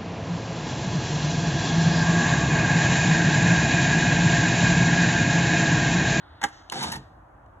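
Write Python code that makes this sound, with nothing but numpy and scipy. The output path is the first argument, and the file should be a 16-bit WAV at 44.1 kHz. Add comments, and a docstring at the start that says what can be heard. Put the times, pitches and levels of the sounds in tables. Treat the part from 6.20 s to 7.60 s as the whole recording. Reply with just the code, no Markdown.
"""In an open yard, on the plank deck of a winch truck, a steel part takes up its slack with a short clack:
a quick run of impacts excites its modes. A catch ticks, then the part grinds along for a quarter of a
second by stick-slip friction, knocking as it goes and driving the deck into a boom.
An engine rumbles low underneath with the hum of the yard and a faint, fading whine.
The planks add close reflections, and the trees send back a faint wash."""
import sys
import numpy as np
from scipy import signal
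from scipy.fft import rfft, irfft, next_fast_len
from scipy.io import wavfile

SR = 44100
rng = np.random.default_rng(int(sys.argv[2]) if len(sys.argv) > 2 else 0)


def bounce(signal):
    """Save signal as a 16-bit WAV file at the path given by the first command-line argument."""
    frames = np.transpose(np.atleast_2d(signal))
    limited = np.clip(frames, -1, 1)
    pcm = np.round(limited * 32767).astype(np.int16)
    wavfile.write(sys.argv[1], SR, pcm)


N = 61739
T = np.arange(N) / SR
FFT_SIZE = next_fast_len(2 * N, True)
HZ = np.maximum(np.arange(FFT_SIZE // 2 + 1) * SR / FFT_SIZE, 1)


def from_db(db):
    """Amplitude ratio: a factor of ten per 20 dB."""
    return 10 ** (np.asarray(db) / 20)


def unit_rms(x):
    """Normalisation to unit mean power."""
    return x / np.sqrt(np.mean(x ** 2) + 1e-20)


def envelope(rows):
    """Amplitude envelope through (time [s], level [dB]) rows, silent outside them."""
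    times, db = np.transpose(rows)
    return from_db(np.interp(T, times, db)) * (T >= times[0]) * (T <= times[-1])


def dying(start, decay_s):
    """Exponential decay after a sudden onset."""
    return (T >= start) * np.exp(-np.maximum(T - start, 0) / decay_s)


def over_hz(rows):
    """Interpolation along logarithmic frequency."""
    hz, value = np.transpose(rows)
    return np.interp(np.log(HZ), np.log(hz), value)


def through(x, response):
    """Convolution as a product of spectra."""
    return irfft(rfft(x, FFT_SIZE) * response, FFT_SIZE)[..., :N]


def band_limit(x, order, hz, kind="low"):
    """Filtering with a maximally flat passband."""
    return signal.sosfilt(signal.butter(order, hz, kind, fs=SR, output="sos"), x + 1e-18)


def colour(x, spectrum):
    """Minimum-phase filtering that keeps the power of white noise."""
    cepstrum = irfft(np.log(unit_rms(from_db(over_hz(spectrum)))), FFT_SIZE)
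    cepstrum[1:FFT_SIZE // 2] *= 2  # folding onto positive time makes it causal
    cepstrum[FFT_SIZE // 2 + 1:] = 0
    return through(x, np.exp(rfft(cepstrum)))


def lag_right(pair, lag):
    """Interchannel phase difference: the right channel lags by a frequency-dependent angle."""
    phase = np.interp(HZ, *np.transpose(lag))
    return np.array([pair[0], through(pair[1], np.exp(-1j * phase))])


def ring(x, hz, t60):
    """Damped oscillator: a unit impulse starts a decaying sine of unit height."""
    radius, angle = 10 ** (-3 / (t60 * SR)), 2 * np.pi * hz / SR
    return signal.lfilter([0, np.sin(angle)], [1, -2 * radius * np.cos(angle), radius ** 2], x + 1e-18)


def strike(hits, modes, tilt_db=0, scatter_db=0.7):
    """Modal superposition: each impact excites every mode, with random scatter and a tilt per octave."""
    times, db = np.transpose(hits)[:2]
    octaves = np.log2(np.transpose(modes)[0])
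    tilt = np.outer(tilt_db, octaves - octaves.mean())
    strengths = from_db(db[:, None] + tilt + scatter_db * rng.standard_normal(tilt.shape))
    motion = np.zeros(N)
    for k, (hz, mode_db, t60) in enumerate(modes):
        impulses = np.bincount((times * SR).astype(int), strengths[:, k], N)
        motion += (-1) ** k * from_db(mode_db) * ring(impulses, hz, t60)
    return motion


def resonate(x, modes):
    """Forced vibration: each mode keeps the power of white noise before its own gain."""
    return sum((-1) ** k * from_db(db) * ring(x, hz, t60) * np.sqrt(4 * np.log(1000) / (t60 * SR))
               for k, (hz, db, t60) in enumerate(modes))


def burst(shape, treble_db, shelf_hz=2450):
    """Crushing contact radiates broadband noise, here under an envelope and a treble shelf."""
    noise = rng.standard_normal(N) * shape
    low = band_limit(noise, 1, shelf_hz)
    return low + from_db(treble_db) * (noise - low)


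def clack():
    """Impact excitation: each contact cracks, shudders through loose rigging and rings the steel."""
    # a quick run of contacts, then one opening the slide: (time [s], level [dB], treble [dB])
    blows = [(0.2148, -11.5, -9), (0.2179, -12, -18), (0.2295, -9, -10), (0.2356, -11, -4), (0.2381, 3, -3),
             (0.2406, -7, -12), (0.2455, -6, -13), (0.2867, -33, 7.5), (0.5232, -11, -14)]
    # modes of the steel part: (frequency [Hz], level [dB], T60 [s])
    steel_modes = [(812, 4, .048), (965, -4, .055), (1052, -6, .055), (1180, -14, .06), (1415, -12, .05),
                   (1605, 1, .033), (1880, -3, .045), (2110, -5, .055), (3090, -14, .045), (3420, -14, .04),
                   (3800, -10, .035), (5790, -11, .028), (6700, -10, .035)]
    # contact noise: (frequency [Hz], spectral level [dB])
    crack_spectrum = [(50, -36), (200, -12), (680, -11), (900, -2), (1900, -1), (2500, -12), (3600, -8),
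                      (4800, -12), (6800, -9), (11000, -19), (14500, -41)]
    crack_s, shudder_s = 0.0027, 0.015
    cracks = np.zeros(N)
    for start, db, treble_db in blows:
        shape = dying(start, crack_s) + from_db(-12.5) * dying(start, shudder_s)
        cracks += from_db(db) * burst(shape, treble_db)
    return from_db(-18.5) * colour(cracks, crack_spectrum) + from_db(-26.5) * strike(blows, steel_modes)


def stick_slip(slips_per_s=3200, spread_db=3):
    """Stick-slip friction: a dense random train of tiny impulses of uneven size."""
    sizes = from_db(spread_db * np.minimum(rng.exponential(1, N), 4))
    signs = rng.choice([-1, 1], N)
    return unit_rms(sizes * signs * (rng.random(N) < slips_per_s / SR))


def grinding(slips):
    """Friction noise: the slips grow louder with the contact pressure."""
    # pressure of the slide: (time [s], level [dB])
    pressure = [(0.512, -14), (0.519, -4), (0.524, -6), (0.540, 2.5), (0.600, 2.5), (0.635, 5.5),
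                (0.660, 2), (0.700, 1), (0.714, -3.5), (0.735, -1), (0.768, -8), (0.795, -21), (0.850, -36)]
    # grinding steel: (frequency [Hz], spectral level [dB])
    spectrum = [(70, -48), (150, 5), (300, -4.5), (550, -4), (800, 4.5), (1200, 0), (1900, -4.5),
                (2400, -9), (4000, -0.5), (6500, -12.5), (9000, -11), (11500, -31.5), (14500, -59)]
    return from_db(-36) * colour(slips * envelope(pressure), spectrum)


def groans(slips, t60=0.04):
    """Friction-driven resonance: as the contact moves, one rough pitch after another swells and fades."""
    # brief resonances: (start [s], end [s], frequency [Hz], level [dB])
    resonances = [(0.512, 0.619, 806, -39.5), (0.526, 0.657, 556, -46.5), (0.62, 0.692, 1206, -48),
                  (0.639, 0.747, 744, -43), (0.708, 0.766, 1852, -38.5)]
    sound = np.zeros(N)
    for start, end, hz, db in resonances:
        swell = np.sin(np.pi * np.clip((T - start) / (end - start), 0, 1))
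        sound += resonate(slips * swell, [(hz, db, t60)])
    return sound


def snags():
    """Transient friction: each snag is a noise burst with a linear rise and an exponential decay."""
    # snags along the slide: (time [s], level [dB], treble [dB], rise [s], decay [s])
    events = [(0.52, -18, -6, 0.0032, 0.0048), (0.612, -40, -8, 0.0011, 0.00095),
              (0.627, -36, 12, 0.0017, 0.0042), (0.631, -36, 9.5, .002, 0.011),
              (0.7164, -35, 13.5, .006, 0.01), (0.755, -31.5, 0.5, 0.0058, 0.0086)]
    # snag noise: (frequency [Hz], spectral level [dB])
    spectrum = [(90, -45), (400, -10.5), (1000, 5), (1400, -8.5), (3200, -6), (5000, -7), (8000, -13),
                (11000, -13.5), (15000, -27)]
    bursts = np.zeros(N)
    for start, db, treble_db, rise_s, decay_s in events:
        shape = dying(start, decay_s) * np.clip((T - start) / rise_s, 0, 1)
        bursts += from_db(db) * burst(shape, treble_db)
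    return colour(bursts, spectrum)


def deck_boom(slips):
    """Sounding-board action: thumps ring all modes of the deck, and slips drive all but the deepest."""
    # modes of the deck: (frequency [Hz], level [dB], T60 [s])
    modes = [(76, -2, .14), (135, 0, .22), (192, -3, .14), (250, -3, .15), (312, -4, .17), (435, -7, .09),
             (540, -9, .06)]
    # knocks under the clack and the slide: (time [s], level [dB], tilt [dB/octave])
    thumps = [(0.2417, -37, 10), (0.5215, -47, 5), (0.647, -38, -2.5), (0.66, -46.5, -4.5),
              (0.6829, -39, -1), (0.7451, -44.5, -4.5), (0.7666, -40.5, 0.5)]
    # drive from the slide: (time [s], level [dB])
    shaking = [(0.52, -70), (0.555, -44.5), (0.63, -45.5), (0.69, -53.5), (0.77, -53), (0.81, -51.5)]
    struck = strike(thumps, modes, tilt_db=np.transpose(thumps)[2])
    driven = resonate(slips * envelope(shaking), modes[1:])
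    return band_limit(struck + driven, 4, 60, "high")


def catch():
    """Damped free vibration: a small hard catch ticks, its slightly soft contact limiting the treble."""
    # one tick and a far fainter one: (time [s], level [dB])
    ticks = [(0.4990, -23.5), (1.262, -63)]
    # modes of the catch: (frequency [Hz], level [dB], T60 [s])
    modes = [(2920, -3, .011), (4110, -3, .010), (4800, -11, .007), (6070, -10, .008), (7330, -9, .008),
             (9000, -7, .008)]
    return band_limit(strike(ticks, modes), 4, 11000)


def hiss():
    """Amplitude-modulated noise: a light hiss between clack and slide."""
    # swell of the hiss: (time [s], level [dB])
    levels = [(0.28, -82), (0.33, -57.5), (0.39, -60), (0.47, -71.5), (0.51, -67)]
    # its colour: (frequency [Hz], spectral level [dB])
    spectrum = [(800, -27), (2500, -7), (4000, -0.5), (6500, -2.5), (8500, -24), (15000, -35.5)]
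    return envelope(levels) * colour(rng.standard_normal(N), spectrum)


def reflections(x, planks_t60=0.039, trees_t60=0.51):
    """Reverberation: close reflections from the planks and a diffuse tail from trees and parked cars."""
    planks = from_db(-8) * unit_rms(from_db(-60 * T / planks_t60))
    trees = from_db(-18) * unit_rms(from_db(-60 * T / trees_t60))
    mid, side = rng.standard_normal((2, N)) * (planks + trees) / np.sqrt(N)
    side = from_db(-0.5) * band_limit(side, 2, [300, 2760], "band")  # wide mids, narrow treble
    response = band_limit(mid + side * [[1], [-1]], 1, [120, 4800], "band")
    return through(x, rfft(response, FFT_SIZE))


def engine():
    """Low-frequency noise with slow amplitude modulation: the rumble of the engine."""
    # rumble: (frequency [Hz], spectral level [dB])
    spectrum = [(20, -31), (32, -28), (48, 3.5), (90, 1), (130, -6), (200, -12.5), (400, -30.5),
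                (1000, -59)]
    # its drift: (time [s], level [dB])
    levels = [(0, -59), (0.1, -53.5), (0.45, -56), (0.82, -53.5), (0.93, -50.5), (1.08, -55), (1.2, -55),
              (1.45, -55)]
    rumble = through(rng.standard_normal(N), from_db(over_hz(spectrum)))
    return envelope(levels) * unit_rms(rumble)


def yard_hum():
    """Partially coherent noise: the broad hum of the yard is only partly alike on the two sides."""
    # ambient noise: (frequency [Hz], spectral level [dB])
    spectrum = [(100, -6.5), (220, -14.5), (305, -1), (420, -12), (700, 0), (1200, -6), (1600, -10),
                (2200, -25), (3000, -32), (4200, -40.5), (7000, -43), (11000, -44.5), (15000, -54.5)]
    # left-right likeness: (frequency [Hz], correlation [1])
    likeness = [(60, 0.78), (290, .85), (640, 0.3), (1400, 0.27), (3000, 0.18), (4700, 0.77), (10000, 0.58)]
    correlation = over_hz(likeness)
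    mid = through(rng.standard_normal(N), np.sqrt((1 + correlation) / 2))
    side = through(rng.standard_normal(N), np.sqrt((1 - correlation) / 2))
    return from_db(-53) * colour(mid + side * [[1], [-1]], spectrum)


def whine(t60_cycles=7.3):
    """Resonant filtering: noise through pairs of resonators gives a faint metallic whine that fades."""
    # bands of the whine: (frequency [Hz], level [dB])
    bands = [(1380, -3.5), (1620, -4), (1940, -7.5), (3060, -19.5), (3580, -8), (4100, -10.5)]
    fade = [(0, -59.5), (0.2, -59), (0.5, -63), (0.9, -102)]  # (time [s], level [dB])
    sound = np.zeros(N)
    for hz, db in bands:
        t60 = t60_cycles / hz
        band = ring(rng.standard_normal(N), hz, t60)
        sound += from_db(db) * unit_rms(ring(band, hz, t60))
    return from_db(np.interp(T, *np.transpose(fade))) * sound


def scene():
    """Superposition of all sources, widened by a fixed stereo phase filter that lags the right channel."""
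    # stereo phase filter, lag of the right channel: (frequency [Hz], phase [rad])
    widening_lag = [(0, 0), (1600, 0), (2400, 2.7), (2900, 0.6), (3600, 1.6), (4400, 3.08), (5100, 3.2),
                    (6300, 6.2), (7300, 6.4), (8700, 9.3), (9500, 9.55), (10400, 12.4), (11500, 12.7),
                    (12600, 15.6), (13800, 15.8), (14500, 18.8)]
    # extra lag for the slide, which lies further left: (frequency [Hz], phase [rad])
    slide_lag = [(0, 0), (260, 0.53), (600, 1.13), (1100, 1.35), (1800, 0.66), (2400, 0), (2900, 1.33),
                 (4300, 0.16)]
    rigging = hiss() + clack() + catch()
    slips = stick_slip()
    slide = grinding(slips) + groans(slips) + snags()
    direct = rigging + lag_right([slide, slide], slide_lag) + deck_boom(slips)
    ambience = reflections(rigging + slide) + engine() + yard_hum() + whine()
    return lag_right(direct + ambience, widening_lag)


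def record(dry, low_cut_hz=34, high_cut_hz=15600):
    """Band limiting: the deepest bass is rolled off and the top is cut steeply."""
    thinned = band_limit(dry, 4, low_cut_hz, "high")
    return signal.sosfilt(signal.ellip(10, .2, 80, high_cut_hz, fs=SR, output="sos"), thinned)


dry = scene()
out = record(dry)
bounce(out)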